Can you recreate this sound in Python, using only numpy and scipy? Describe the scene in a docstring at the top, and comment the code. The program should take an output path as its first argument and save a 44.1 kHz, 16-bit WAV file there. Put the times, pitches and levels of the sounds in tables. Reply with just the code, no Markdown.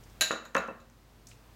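"""A small glass bowl of chopped herbs clinks against a larger one, then is set down on a stone counter.
Each rim contact is a burst of cracking noise plus the decaying modes of both bowls.
The base knocks, rocks and settles: modes of counter and glass, with noise for thuds and thin grazes.
Fingers make faint wet ticks of band-passed noise; a deep swell sounds under the counter.
A small hard kitchen reverberates over soft room noise and a low appliance hum of two wavering tones."""
import sys
import numpy as np
from scipy import signal
from scipy.fft import rfft, irfft
from scipy.io import wavfile
from scipy.ndimage import uniform_filter1d

SR = 44100
rng = np.random.default_rng(int(sys.argv[2]) if len(sys.argv) > 2 else 0)


def generate_wav(signal):
    """Clip the signal to [-1, 1] and save it as 16-bit WAV at the path in sys.argv[1]."""
    frames = np.transpose(np.atleast_2d(signal))
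    scaled = np.clip(frames, -1, 1) * 32767
    pcm = np.round(scaled).astype(np.int16)
    wavfile.write(sys.argv[1], SR, pcm)


N = 68355
RESPONSE = 24576  # samples in each ringing and in the room response
RING_ROOM_DB = -9.5  # room sound behind every ringing body


def undb(db):
    """Amplitude factor of a level in dB."""
    return 10 ** (np.asarray(db) / 20)


def on_log_axis(points, f):
    """Join (Hz, value) points by straight lines over log frequency."""
    hz, value = np.array(points, float).T
    return np.interp(np.log(f + 1), np.log(hz), value)


def convolve(x, response):
    """Pass a sound through an impulse response, cut to the scene's length."""
    return signal.fftconvolve(x, response)[:N]


def colour(x, points):
    """Causal minimum-phase filter with the given (Hz, dB) gains."""
    size = 2048
    gain = undb(on_log_axis(points, np.fft.rfftfreq(size, 1 / SR)))
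    cepstrum = irfft(np.log(gain))
    # fold the cepstrum onto positive times, so that nothing sounds early
    cepstrum[1:size // 2] *= 2
    cepstrum[size // 2 + 1:] = 0
    return convolve(x, irfft(np.exp(rfft(cepstrum))))


def fade(t60):
    """Exponential decay, 60 dB down after t60 seconds (1 ms at least)."""
    return np.exp(-np.log(1000) * np.arange(RESPONSE) / SR / max(t60, 1e-3))


def delay(x, start):
    """Place a sound at its start time in seconds."""
    lead = np.zeros(max(int(start * SR), 0))
    return np.concatenate([lead, x, np.zeros(N)])[:N]


def burst(t60, size=4096):
    """Dying noise of unit energy, evened out so that no pitch stands out."""
    shape = fade(t60)[:size]
    x = rng.standard_normal(size) * shape
    for _ in range(2):
        spectrum = rfft(x)
        flat = irfft(spectrum / (abs(spectrum) + 1e-12))
        x = flat * np.minimum(1, 10 * shape)
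    return x / np.sqrt(np.sum(x ** 2))


def ring(modes, start=0):
    """Decaying partials of a struck body; given its start, a strike adds in step to what already rings."""
    t = start + np.arange(RESPONSE) / SR
    out = 0
    for k, (hz, db, t60) in enumerate(zip(*modes)):
        sign = (-1) ** k  # neighbouring modes start in opposite directions
        out = out + sign * undb(db) * fade(t60) * np.sin(2 * np.pi * hz * t)
    return out


def soften(x, hz):
    """A softer contact passes less treble: low-pass at the contact cut-off."""
    sos = signal.butter(2, min(hz, SR / 2 - 500), fs=SR, output="sos")
    return signal.sosfilt(sos, x)


def kitchen():
    """Diffuse room response of about unit energy: noise bands that die at their own rates, treble soonest."""
    # Reverberation of the small hard room. Each row: band centre in Hz, t60 in seconds.
    room_t60 = [(150, 0.31), (500, 0.41), (1400, 0.44), (4000, 0.36), (7000, 0.28), (14000, 0.23)]
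    gap_s, build_s = .003, 0.0028  # wait before the first reflections, time constant of their build-up
    f, t = np.fft.rfftfreq(RESPONSE, 1 / SR), np.arange(RESPONSE) / SR
    noise, out = rfft(rng.standard_normal(RESPONSE)), 0
    for k, (hz, t60) in enumerate(room_t60):
        share = on_log_axis([(row[0], j == k) for j, row in enumerate(room_t60)], f)
        unit_energy = np.sqrt(2 * np.log(1000) / (t60 * SR))
        out = out + irfft(noise * share) * fade(t60) * unit_energy
    return delay(out * (1 - np.exp(-t / build_s)), gap_s)[:RESPONSE]


def in_room(x, room, db):
    """Direct sound plus its reverberation at a level in dB."""
    return x + undb(db) * convolve(x, room)


def hum(hz):
    """A slightly wandering tone of unit rms."""
    wander_hz = 1.54  # rms drift of the pitch
    wander = signal.resample(rng.standard_normal(size=24), N)
    phase = 2 * np.pi * np.cumsum(hz + wander_hz * wander) / SR
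    return np.sqrt(2) * np.sin(phase)


def background():
    """Two wavering low hums under soft room noise."""
    # Colour of the still room's air. Each row: frequency in Hz, filter gain on white noise in dB.
    air = [(20, -58), (35, -60), (55, -39), (80, -36), (120, -37), (250, -42.5), (500, -47.5), (1000, -50),
           (2000, -56), (5000, -60.5), (10000, -67), (15500, -65.5)]
    # Course of the higher hum. Each row: time in seconds, level in dB.
    drone_level = [(0, -58), (0.152, -62.5), (.25, -67.5), (1.242, -64.5), (1.32, -57.5), (1.55, -65)]
    hum_hz, hum_db, drone_hz = 48.8, -57.5, 112.7
    drone_db = np.interp(np.arange(N) / SR, *np.array(drone_level).T)
    room_noise = colour(rng.standard_normal(N), air)
    return room_noise + undb(hum_db) * hum(hum_hz) + undb(drone_db) * hum(drone_hz)


def cupboard():
    """A short deep swell under the counter: a low sine that rises and falls."""
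    start_s, length_s = .56, .075
    boom_hz, boom_db = 61, -42.5
    t = np.arange(int(length_s * SR)) / SR
    swell = np.hanning(len(t)) * np.sin(2 * np.pi * boom_hz * t)
    return undb(boom_db) * delay(swell, start_s)


def fingers():
    """Soft wet ticks of fingertips parting: dying noise in a narrow band."""
    # Fingers rubbing off wet herbs.
    # Each row: start in seconds, level in dB relative to tick_db, band centre in Hz, t60 in seconds.
    ticks = [(0.036, -18, 6440, 0.048), (0.098, -21, 5800, 0.035), (1.2696, -4.5, 6040, 0.043),
             (1.286, -8, 7040, 0.17), (1.3062, -15, 4500, 0.066), (1.314, -5, 2610, .06)]
    tick_db, width_octaves = -8, 0.37
    out = 0
    for start, db, hz, t60 in ticks:
        edges = hz * 2 ** (width_octaves * np.array([-.5, .5]))
        edges = np.minimum(edges, SR / 2 - 500)
        band = signal.butter(1, edges, "band", fs=SR, output="sos")
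        tick = signal.sosfilt(band, burst(t60))
        out = out + undb(db + tick_db) * delay(tick, start)
    return out


def grazes():
    """Thin clicks where the glass edge catches the stone: very short coloured noise."""
    # Light grazes of the base. Each row: start in seconds, level in dB before the colouring.
    touches = [(0.5476, 3), (0.566, 6.5), (0.677, -14), (0.899, -20.5)]
    # Tone of glass edge on stone. Each row: frequency in Hz, gain in dB.
    graze_colour = [(200, -19), (1500, 0), (4500, -25.5), (6300, -1.5), (8000, -16), (10000, -21.5),
                    (16000, -29)]
    graze_t60_s = .012
    clicks = sum(undb(db) * delay(burst(graze_t60_s), start) for start, db in touches)
    return colour(clicks, graze_colour)


def knocks(room):
    """The base thuds on the counter, rocks and comes to rest; each knock rings stone and glass."""
    # Base on the counter.
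    # Each row: start in seconds, relative level in dB, contact cut-off in Hz, ring of the glass in dB.
    contacts = [(0.3076, 6.5, 2020, 1), (.3355, -7, 960, -8), (.456, -17.5, 2600, -12),
                (.5515, 9.5, 2850, -7), (0.5655, 6, 2730, 6), (0.6806, -15, 1900, -14),
                (0.6842, -1.5, 1010, 14), (.7105, -7.5, 485, -20)]
    # Counter with the loaded bowl on it, one column per mode.
    # The three rows: frequency in Hz, level in dB, t60 in seconds.
    counter_modes = [
        [165, 236, 318, 514, 552, 630, 781, 1068, 1222, 1308, 1370, 1432, 1520, 1680, 1831],
        [-46, -48, -39.5, -36.5, -34, -45.5, -39, -34, -36.5, -37.5, -33, -38.5, -45, -35.5, -38],
        [-0.04, 1, 0.2642, 0.1073, 0.23, 0.22, 0.14, 0.1, 0.16, 0.06, 0.1631, 0.2352, 0.15, .11, 0.14],
    ]
    # Glass struck from below, one column per mode. The three rows: frequency in Hz, level in dB, t60 in seconds.
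    base_modes = [
        [2605, 2655],
        [-37, -33],
        [0.1144, 0.11],
    ]
    # Dense short resonances of the knock. Each row: frequency in Hz, gain in dB.
    knock_thud = [(50, -18), (110, -2.5), (220, 10.5), (370, 5), (520, 16), (750, 6.5), (1300, 13),
                  (1800, 10), (2100, 3), (3200, -1.5), (6500, -7.5), (12000, -2.5)]
    thud_t60_s, thud_room_db = 0.027, -2
    counter, base = ring(counter_modes), ring(base_modes)
    rings, thuds = 0, 0
    for start, db, hz, glass_db in contacts:
        body = counter + undb(glass_db) * base
        rings = rings + undb(db) * delay(soften(body, hz), start)
        thuds = thuds + undb(db) * delay(soften(burst(thud_t60_s), hz), start)
    thuds = colour(thuds, knock_thud)
    return in_room(rings, room, RING_ROOM_DB) + in_room(thuds, room, thud_room_db)


def clinks(room):
    """Each touch of the rims cracks and sets both bowls ringing, damped by hand and contact."""
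    # Rim against rim. Each row: start in seconds, relative level in dB, contact cut-off in Hz,
    # crack in dB, ring of the larger bowl in dB, t60 in seconds of the extra damping by hand and contact.
    touches = [(.2096, 5.5, 15500, -0.5, -1, 5), (0.2154, 6.5, 13500, -1, 0.5, 5),
               (0.2186, 6, 6960, 3.5, -1.5, 4.4), (.3135, 1, 6900, -6, -11, .7),
               (.4525, -11, 10800, -11.5, -22, 0.12), (0.5791, 1.5, 8700, -23, -26, 0.13),
               (0.801, -28.5, 8250, -3.5, -12, 0.11)]
    # Ringing of the small bowl, one column per mode.
    # The three rows: frequency in Hz, level in dB, t60 in seconds before the extra damping.
    small_bowl = [
        [2664, 3741, 3798, 3897, 3932, 4100, 6695, 6757, 6942, 7168, 11900, 12060, 12570, 14630],
        [-40, -46, -46, -35.5, -38.5, -45.5, -42, -39, -38.5, -48, -37, -44, -52, -37.5],
        [0.25, 0.14, 0.29, 0.296, 0.1943, 0.07, 0.18, 0.2, 0.3143, 0.14, 0.03, 0.02, 0.1, 0.18],
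    ]
    # Ringing of the larger bowl, laid out in the same way.
    large_bowl = [
        [630, 1383, 1590, 2225, 2876, 2937, 4190, 4285, 5491, 5809, 6078, 10538],
        [-43.5, -39, -36, -43.5, -64, -47, -44.5, -38, -60.5, -48, -46, -32.5],
        [0.23, -0.01, 0.2348, 0.15, 0.06, 0.05, 0.15, 0.12, -0.05, 0.17, -0.18, 0.1],
    ]
    # Dense short resonances of the rim contact. Each row: frequency in Hz, gain in dB.
    clink_crack = [(80, -18), (200, -2), (400, -4.5), (600, 2), (900, -5), (1400, 3.5), (2800, 5.5),
                   (3300, -1), (4000, 13), (4800, -3), (6000, 1), (7000, 10.5), (8200, -7), (9700, -15.5),
                   (12000, -2), (13500, -11), (16000, -16)]
    crack_t60_s, crack_room_db = 0.061, -1.5
    rings, cracks = 0, 0
    for start, db, hz, crack_db, large_db, damping_t60 in touches:
        glass = ring(small_bowl, start) + undb(large_db) * ring(large_bowl, start)
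        damped = glass * fade(damping_t60)
        rings = rings + undb(db) * delay(soften(damped, hz), start)
        crack = soften(burst(crack_t60_s), hz)
        cracks = cracks + undb(db + crack_db) * delay(crack, start)
    cracks = colour(cracks, clink_crack)
    return in_room(rings, room, RING_ROOM_DB) + in_room(cracks, room, crack_room_db)


def scene():
    """Bowls, counter and fingers share one kitchen; the swell and the background stay dry."""
    room = kitchen()
    small_sounds = in_room(grazes() + fingers(), room, -8.5)  # room level in dB
    return (clinks(room) + knocks(room) + cupboard() + small_sounds + background())[None]


def record(dry):
    """The microphone's gain control ducks when the sound gets loud and recovers slowly; the top is cut."""
    ceiling_db, window_s = -21, .004
    release_s = 1.5  # time constant of the recovery
    top_hz = 16000
    power = uniform_filter1d(dry[0] ** 2, max(int(window_s * SR), 1))
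    loudness = np.sqrt(abs(power))
    release = np.exp(-np.arange(N) / SR / release_s)
    held = np.maximum.accumulate(loudness / release) * release  # peaks held, then sinking
    gain = 1 / np.maximum(1, held / undb(ceiling_db))
    top_cut = signal.ellip(8, .2, 70, top_hz, fs=SR, output="sos")
    return signal.sosfilt(top_cut, dry * gain)


dry = scene()
out = record(dry)
generate_wav(out)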